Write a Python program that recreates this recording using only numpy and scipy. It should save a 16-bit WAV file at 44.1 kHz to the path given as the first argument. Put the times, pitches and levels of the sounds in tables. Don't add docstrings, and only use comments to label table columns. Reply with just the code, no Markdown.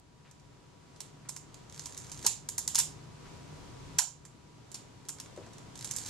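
import sys
import numpy as np
from scipy import signal
from scipy.fft import rfft, irfft
from scipy.io import wavfile
from scipy.ndimage import uniform_filter1d

SR = 44100
rng = np.random.default_rng(int(sys.argv[2]) if len(sys.argv) > 2 else 0)


def dump(signal):
    limited = np.clip(np.atleast_2d(signal).T, -1, 1)
    pcm = np.round(limited * 32767).astype(np.int16)
    wavfile.write(sys.argv[1], SR, pcm)


N = 268791


def undb(db):
    return 10 ** (np.asarray(db) / 20)


def unit(x):
    return x / np.sqrt(np.mean(x ** 2))


def over_log_hz(points, hz):
    point_hz, values = np.transpose(points)
    return np.interp(np.log(np.maximum(hz, 1)), np.log(point_hz), values)


def over_time(points):
    return np.interp(np.arange(N) / SR, *np.transpose(points))


def band(x, hz, width_hz):
    return signal.lfilter(*signal.iirpeak(hz, hz / width_hz, fs=SR), x)


def steep_band(x, hz, width_hz):
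    return band(band(x, hz, width_hz), hz, width_hz)


def smooth(x, ms):
    pole = np.exp(-1000 / (ms * SR))
    return signal.lfilter([1 - pole], [1, -pole], x)


def wander(rate_hz):
    hold = int(SR / rate_hz)
    steps = np.repeat(rng.standard_normal(N // hold + 1), hold)
    return 0.7 * uniform_filter1d(uniform_filter1d(steps, hold), hold)[:N]


def add(out, at_s, x):
    i = int(at_s * SR)
    out[..., i:i + x.shape[-1]] += x[..., :N - i]


def minimum_phase(gain_db):
    cepstrum = irfft(gain_db * np.log(10) / 20)
    half = len(cepstrum) // 2
    cepstrum[1:half] *= 2
    cepstrum[half + 1:] = 0
    response = irfft(np.exp(rfft(cepstrum)))[:half]
    return response / np.sqrt(np.sum(response ** 2))


def air():
    spectrum = [(13, -38), (22, -12.5), (132, -4), (211, -9), (278, -11), (398, -11), (554, -17),
                (910, -18), (988, -20.5), (1070, -17.5), (1710, -25), (7190, -29), (11500, -43),
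                (14700, -58), (16000, -68)]
    balance = [(60, 1), (110, 7.5), (200, 1), (380, 1), (700, 1.5), (1290, 1.0), (2380, 0.5), (4400, 0.0),
               (8120, -1.5), (15000, 6)]
    likeness = [(30, 0.92), (120, 0.71), (300, 0.033), (700, 0.067), (2000, 0.25), (6000, 0.089),
                (14000, 0.042)]
    rumble_boost = [(0, 1), (1.3, -3.5), (2.1, 1.5), (2.9, -1.5), (3.9, 2), (4.8, -3), (6.09, -3)]  # (time [s], gain below 140 Hz [dB])
    hz = np.fft.rfftfreq(N, 1 / SR)
    alike, pan_db = over_log_hz(likeness, hz), over_log_hz(balance, hz)
    mid, side = rfft(rng.standard_normal((2, N)))
    mid, side = mid * np.sqrt(1 + alike), side * np.sqrt(1 - alike)
    stereo = np.array([(mid + side) * undb(pan_db / 2), (mid - side) * undb(-pan_db / 2)])
    noise = unit(irfft(undb(over_log_hz(spectrum, hz)) * stereo, N))
    rumble = irfft(rfft(noise) / (1 + (hz / 140) ** 4), N)
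    return noise + rumble * (undb(over_time(rumble_boost)) - 1)


def background():
    hum_tones = [(119.6, 16.6, -9), (149.8, 1.83, -8), (280.8, 5, -16.5)]  # (frequency [Hz], width [Hz], level re air [dB])
    drops = [(2.27, 3.5, -0.5), (3.99, 10, 4)]  # (time [s], lasting drop [dB], brief extra dip [dB])
    noise = air()
    hum = sum(undb(db) * unit(band(rng.standard_normal(N), hz, width)) for hz, width, db in hum_tones)
    whine_db = -13.5 + 1.2 * wander(9)
    whine_hz = 968.5 + .8 * wander(4)
    whine = undb(whine_db) * np.sin(2 * np.pi * np.cumsum(whine_hz) / SR)
    flicker_db = 1.5 * wander(6.52)
    t = np.arange(N) / SR
    swell_db = -60 + 4 * t
    for at_s, drop_db, dip_db in drops:
        swell_db -= (t > at_s) * (drop_db + dip_db * np.exp(-np.abs(t - at_s) / 0.086))
    return (noise * undb(flicker_db) + hum + whine) * undb(swell_db)


def knocks():
    contacts = [(.25, -56.5, 1480, 2400, 0.37), (1.25, -53, 1300, 1400, 0.23),
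                (2.245, -35, 384, 220, 0.051), (2.257, -26.5, 888, 180, 0.026),
                (3.255, -50, 1500, 2400, 0.15), (3.991, -32, 980, 240, 0.037),
                (4.341, -49.5, 270, 130, 0.18), (5.374, -34.5, 443, 263, 0.16),
                (5.426, -53, 1800, 3000, 0.16), (5.465, -48, 600, 600, 0.2)]
    out, t = np.zeros(N), np.arange(int(.2 * SR)) / SR
    crest_db = 6.5
    for at_s, peak_db, hz, width_hz, t60_s in contacts:
        envelope = (1 - np.exp(-t / 0.00045)) * 1000. ** (-t / t60_s)
        thud = unit(steep_band(rng.standard_normal(len(t)) * envelope, hz, width_hz))
        thud *= np.sqrt(np.mean(envelope ** 2)) / envelope.max()
        add(out, at_s, undb(peak_db - crest_db) * thud)
    return out


def ticks(count, spread_db):
    return rng.standard_normal(count) * undb(spread_db * rng.exponential(size=count))


def landing(ms, rattle_ms):
    ms = np.maximum(ms, 0)
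    return (1 - np.exp(-ms / 0.27)) * np.exp(-ms / rattle_ms)


def strike(hardness_db_oct):
    spectrum = [(880, -43), (1500, -9), (2300, -10), (2610, -15), (3410, -9.5), (4120, -5), (5540, -3),
                (6000, 1), (7100, 2), (9190, -4), (11400, -9.5), (12900, -19.5), (16000, -44)]
    hz = np.fft.rfftfreq(512, 1 / SR)
    tilt_db = hardness_db_oct * np.log2(np.clip(hz, 1000, 14000) / 6500)
    return minimum_phase(over_log_hz(spectrum, hz) + tilt_db)


def body_ring(t):
    modes = [(4240, -8, .04), (4950, -4.5, 0.04), (5480, 13, 0.038), (6200, 10.5, 0.037), (7200, 0, 0.08),
             (7700, -15, .05), (7880, 10, 0.08), (9400, -23, 0.033), (11230, -23, .04), (13000, -28, 0.028)]
    hz, db, t60_s = np.array(modes).T[:, :, None]
    scatter, detune = rng.standard_normal((2,) + hz.shape)
    tones = np.sin(2 * np.pi * hz * (1 + .025 * detune) * t)
    return np.sum(undb(db + 5 * scatter) * tones * 1000. 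** (-t / t60_s), axis=0)


def shell_weight(rattle):
    mids = signal.sosfilt(signal.butter(4, (840, 2310), "bandpass", fs=SR, output="sos"), rattle)
    hollow = band(band(rattle, 980, width_hz=260), 980, width_hz=520)
    return unit(unit(mids) + 0.8 * unit(hollow))


def clicks():
    # (time [s], nominal peak [dB], weight re crack [dB], hardness [dB/octave], rattle decay [ms])
    blows = [(0.312, -44, -8, -1, 3.3), (0.397, -51.5, -20, -3, 4), (0.9613, -49, -29, -5, 6.2),
             (1.0046, -27.5, -16.5, 0, 4.8), (1.2882, -32.5, -18, -1, 3), (1.291, -23, -17, 5, 4.2),
             (1.3632, -29.5, -10.5, 2, 5.1), (1.543, -36, -11, -1, 2.5), (1.7942, -27.5, -13.5, -3, 3.5),
             (1.8576, -27.5, -10.5, -0.5, 6), (1.9672, -45, -24, 7, 3), (1.9758, -28, -34, 1, 4.9),
             (2.1163, -31.5, -13, -1.5, 8.7), (2.2474, -28, -6.5, -5, 12), (2.2641, -7, -34, 9, 1.4),
             (2.266, -7.5, -18, 2.5, 3.5), (2.296, -39, -30, 6, 6.5), (2.488, -18, -20, 6, 3.2),
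             (2.58, -15.5, -19.5, 6.5, 5.2), (2.6769, -14.5, -20, 4, 3.4), (2.7468, -19, -15, 3.5, 4.5),
             (2.7548, -10, -19.5, 2, 4.3), (2.78, -20.5, -12, -4, 3.9), (2.7861, -11, -19, 5, 5.8),
             (2.7903, -12.5, -20, 2, 4.8), (2.7994, -14.5, -16, -1, 4.6), (3.9843, -17, -15, 21, 1.4),
             (3.9867, -8.5, -22, -0.5, 4.1), (3.9909, -11.5, -12, 4.5, 4), (4.021, -32, -9, 9, 4.5),
             (4.2517, -40, -5, 1, 5.2), (4.716, -36.5, -20, 2.5, 5.6), (4.7437, -27.5, -14.5, -1, 6.7),
             (5.052, -48.5, -20, -6, 5), (5.0862, -26, -17, 4, 2.3), (5.0901, -23, -16, 5, 4.3),
             (5.185, -41.5, -6, -7.5, 6), (5.1998, -27.5, -13, -0.5, 4.4), (5.2594, -43.5, -20, -9, 3.5),
             (5.3616, -46, -14, -3, 5), (5.3747, -43, -24, -9, 3.5), (5.463, -46.5, -20, -6, 4),
             (5.534, -44, -8, -3.5, 6.1), (5.5822, -40.5, -4, -2, 3.9), (5.7556, -36, -8, -3, 4.5),
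             (5.8424, -44, -27, 4, 3.3), (5.8449, -26, -13.5, 1.5, 5.8), (5.911, -20.5, -24, 1.5, 4.5),
             (5.9628, -20.5, -35, 3, 4.9), (5.984, -25.5, -15.5, 0, 3.8), (6.0609, -28, -16, 0, 4.5)]
    bounce_ms, bounce_db, ring_db, crest_db = 9.7, -12, -11, 8
    out, t = np.zeros((2, N)), np.arange(int(.08 * SR)) / SR
    for at_s, peak_db, weight_db, hardness_db_oct, rattle_ms in blows + pawl_drops():
        bounce = undb(bounce_db) * landing(1000 * t - bounce_ms, rattle_ms)
        envelope = landing(1000 * t, rattle_ms) + bounce
        pan_db = -2 + rng.standard_normal()
        rattle, left, right = (ticks(len(t), spread_db=1.2) * envelope for _ in range(3))
        rattle[int(.0004 * SR)] += np.abs(rattle).max()
        at_ports = rattle + 0.4 * np.array([left, right])
        crack = unit(signal.fftconvolve(at_ports, strike(hardness_db_oct)[None], axes=1)[:, :len(t)])
        ring = unit(signal.fftconvolve(rattle, body_ring(t))[:len(t)])
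        blow = crack + undb(ring_db) * ring + undb(weight_db) * shell_weight(rattle)
        blow *= undb(peak_db - crest_db) * np.sqrt(np.mean(envelope ** 2)) / envelope.max()
        add(out, at_s, blow * undb([[pan_db / 2], [-pan_db / 2]]))
    return out


def winding():
    strokes = [
        [(1.68, -76), (1.764, -55.5), (1.89, -60), (1.958, -59), (2.186, -57.5), (2.25, -46)],
        [(5.74, -66), (5.814, -57), (5.936, -60), (6.01, -51), (6.09, -45.5)],
    ]
    teeth_per_s = 2000
    teeth = ticks(N, spread_db=2.5) * (rng.random(N) < teeth_per_s / SR)
    rasp = unit(signal.fftconvolve(teeth, strike(hardness_db_oct=-1.7))[:N])
    t = np.arange(N) / SR
    turning = sum((t > stroke[0][0]) & (t < stroke[-1][0] + .01) for stroke in strokes)
    return rasp * undb(over_time(np.concatenate(strokes))) * turning


def pawl_drops():
    strokes = [(1.697, 2.24, 40, -38), (5.777, 6.09, 62, -33.5)]  # (start [s], end [s], drop rate [1/s], nominal peak [dB])
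    weight_db, hardness_db_oct, rattle_ms = -22, -2.5, 2.2
    rows = []
    for start_s, end_s, rate_hz, peak_db in strokes:
        jitter, scatter = rng.standard_normal((64, 2)).T
        times_s = start_s + (np.arange(64) + .15 * jitter) / rate_hz
        rows += [(at_s, db, weight_db, hardness_db_oct, rattle_ms)
                 for at_s, db in zip(times_s, peak_db + 2 * scatter) if at_s < end_s]
    return rows


def room(x):
    decay = [(980, 0.29, -1.5), (3030, 0.27, 8), (5600, 0.28, 1), (6900, 0.23, -0.5), (10000, 0.15, -0.5),
             (12100, 0.16, -4.5), (15000, 0.16, -3)]
    decay_hz, t60_s, db = np.transpose(decay)
    common, left, right = rng.standard_normal((3, N))
    noise = common + np.array([left, right])
    tail, build_ms = 0, 11
    for hz in 400 * 2 ** (np.arange(32) / 6):
        fade_ms = 1000 * np.interp(hz, decay_hz, t60_s) / np.log(1e6)
        power = smooth(smooth(steep_band(x, hz, hz / 6) ** 2, fade_ms), build_ms)
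        tail += undb(np.interp(hz, decay_hz, db)) * np.sqrt(power) * unit(steep_band(noise, hz, hz / 4))
    port_resonance = undb(6) * band(tail, 7130, width_hz=700)
    return undb(-5) * (tail + port_resonance)


def mic_ports(hz):
    balance = [(2000, 3), (4000, 0.5), (6000, -3), (7300, -13.5), (8600, 1), (10000, 9.5), (12000, 18),
               (15000, 8)]
    phase = [(0, 0), (4820, -0.13), (5510, 1.5), (6200, 0.78), (7410, 1.3), (7840, -2.5), (8350, -5.0),
             (9730, -4), (11500, -6), (13600, -8.5)]
    pan_db, lead_rad = over_log_hz(balance, hz), over_log_hz(phase, hz)
    gain = np.sqrt(2 / (1 + undb([-2 * pan_db, 2 * pan_db])))
    return gain * np.exp(.5j * np.array([lead_rad, -lead_rad]))


def scene():
    camera = clicks() + winding() + knocks()
    hz = np.fft.rfftfreq(N, 1 / SR)
    echoes = rfft(room(camera)) / (1 + (hz / 12500) ** 12)
    return irfft((rfft(camera) + echoes) * mic_ports(hz), N) + background()


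def record(dry):
    ceiling, top_hz = .65, 16300
    lowpass = signal.ellip(12, .2, 95, top_hz, fs=SR, output="sos")
    return signal.sosfilt(lowpass, ceiling * np.tanh(dry / ceiling))


dry = scene()
out = record(dry)
dump(out)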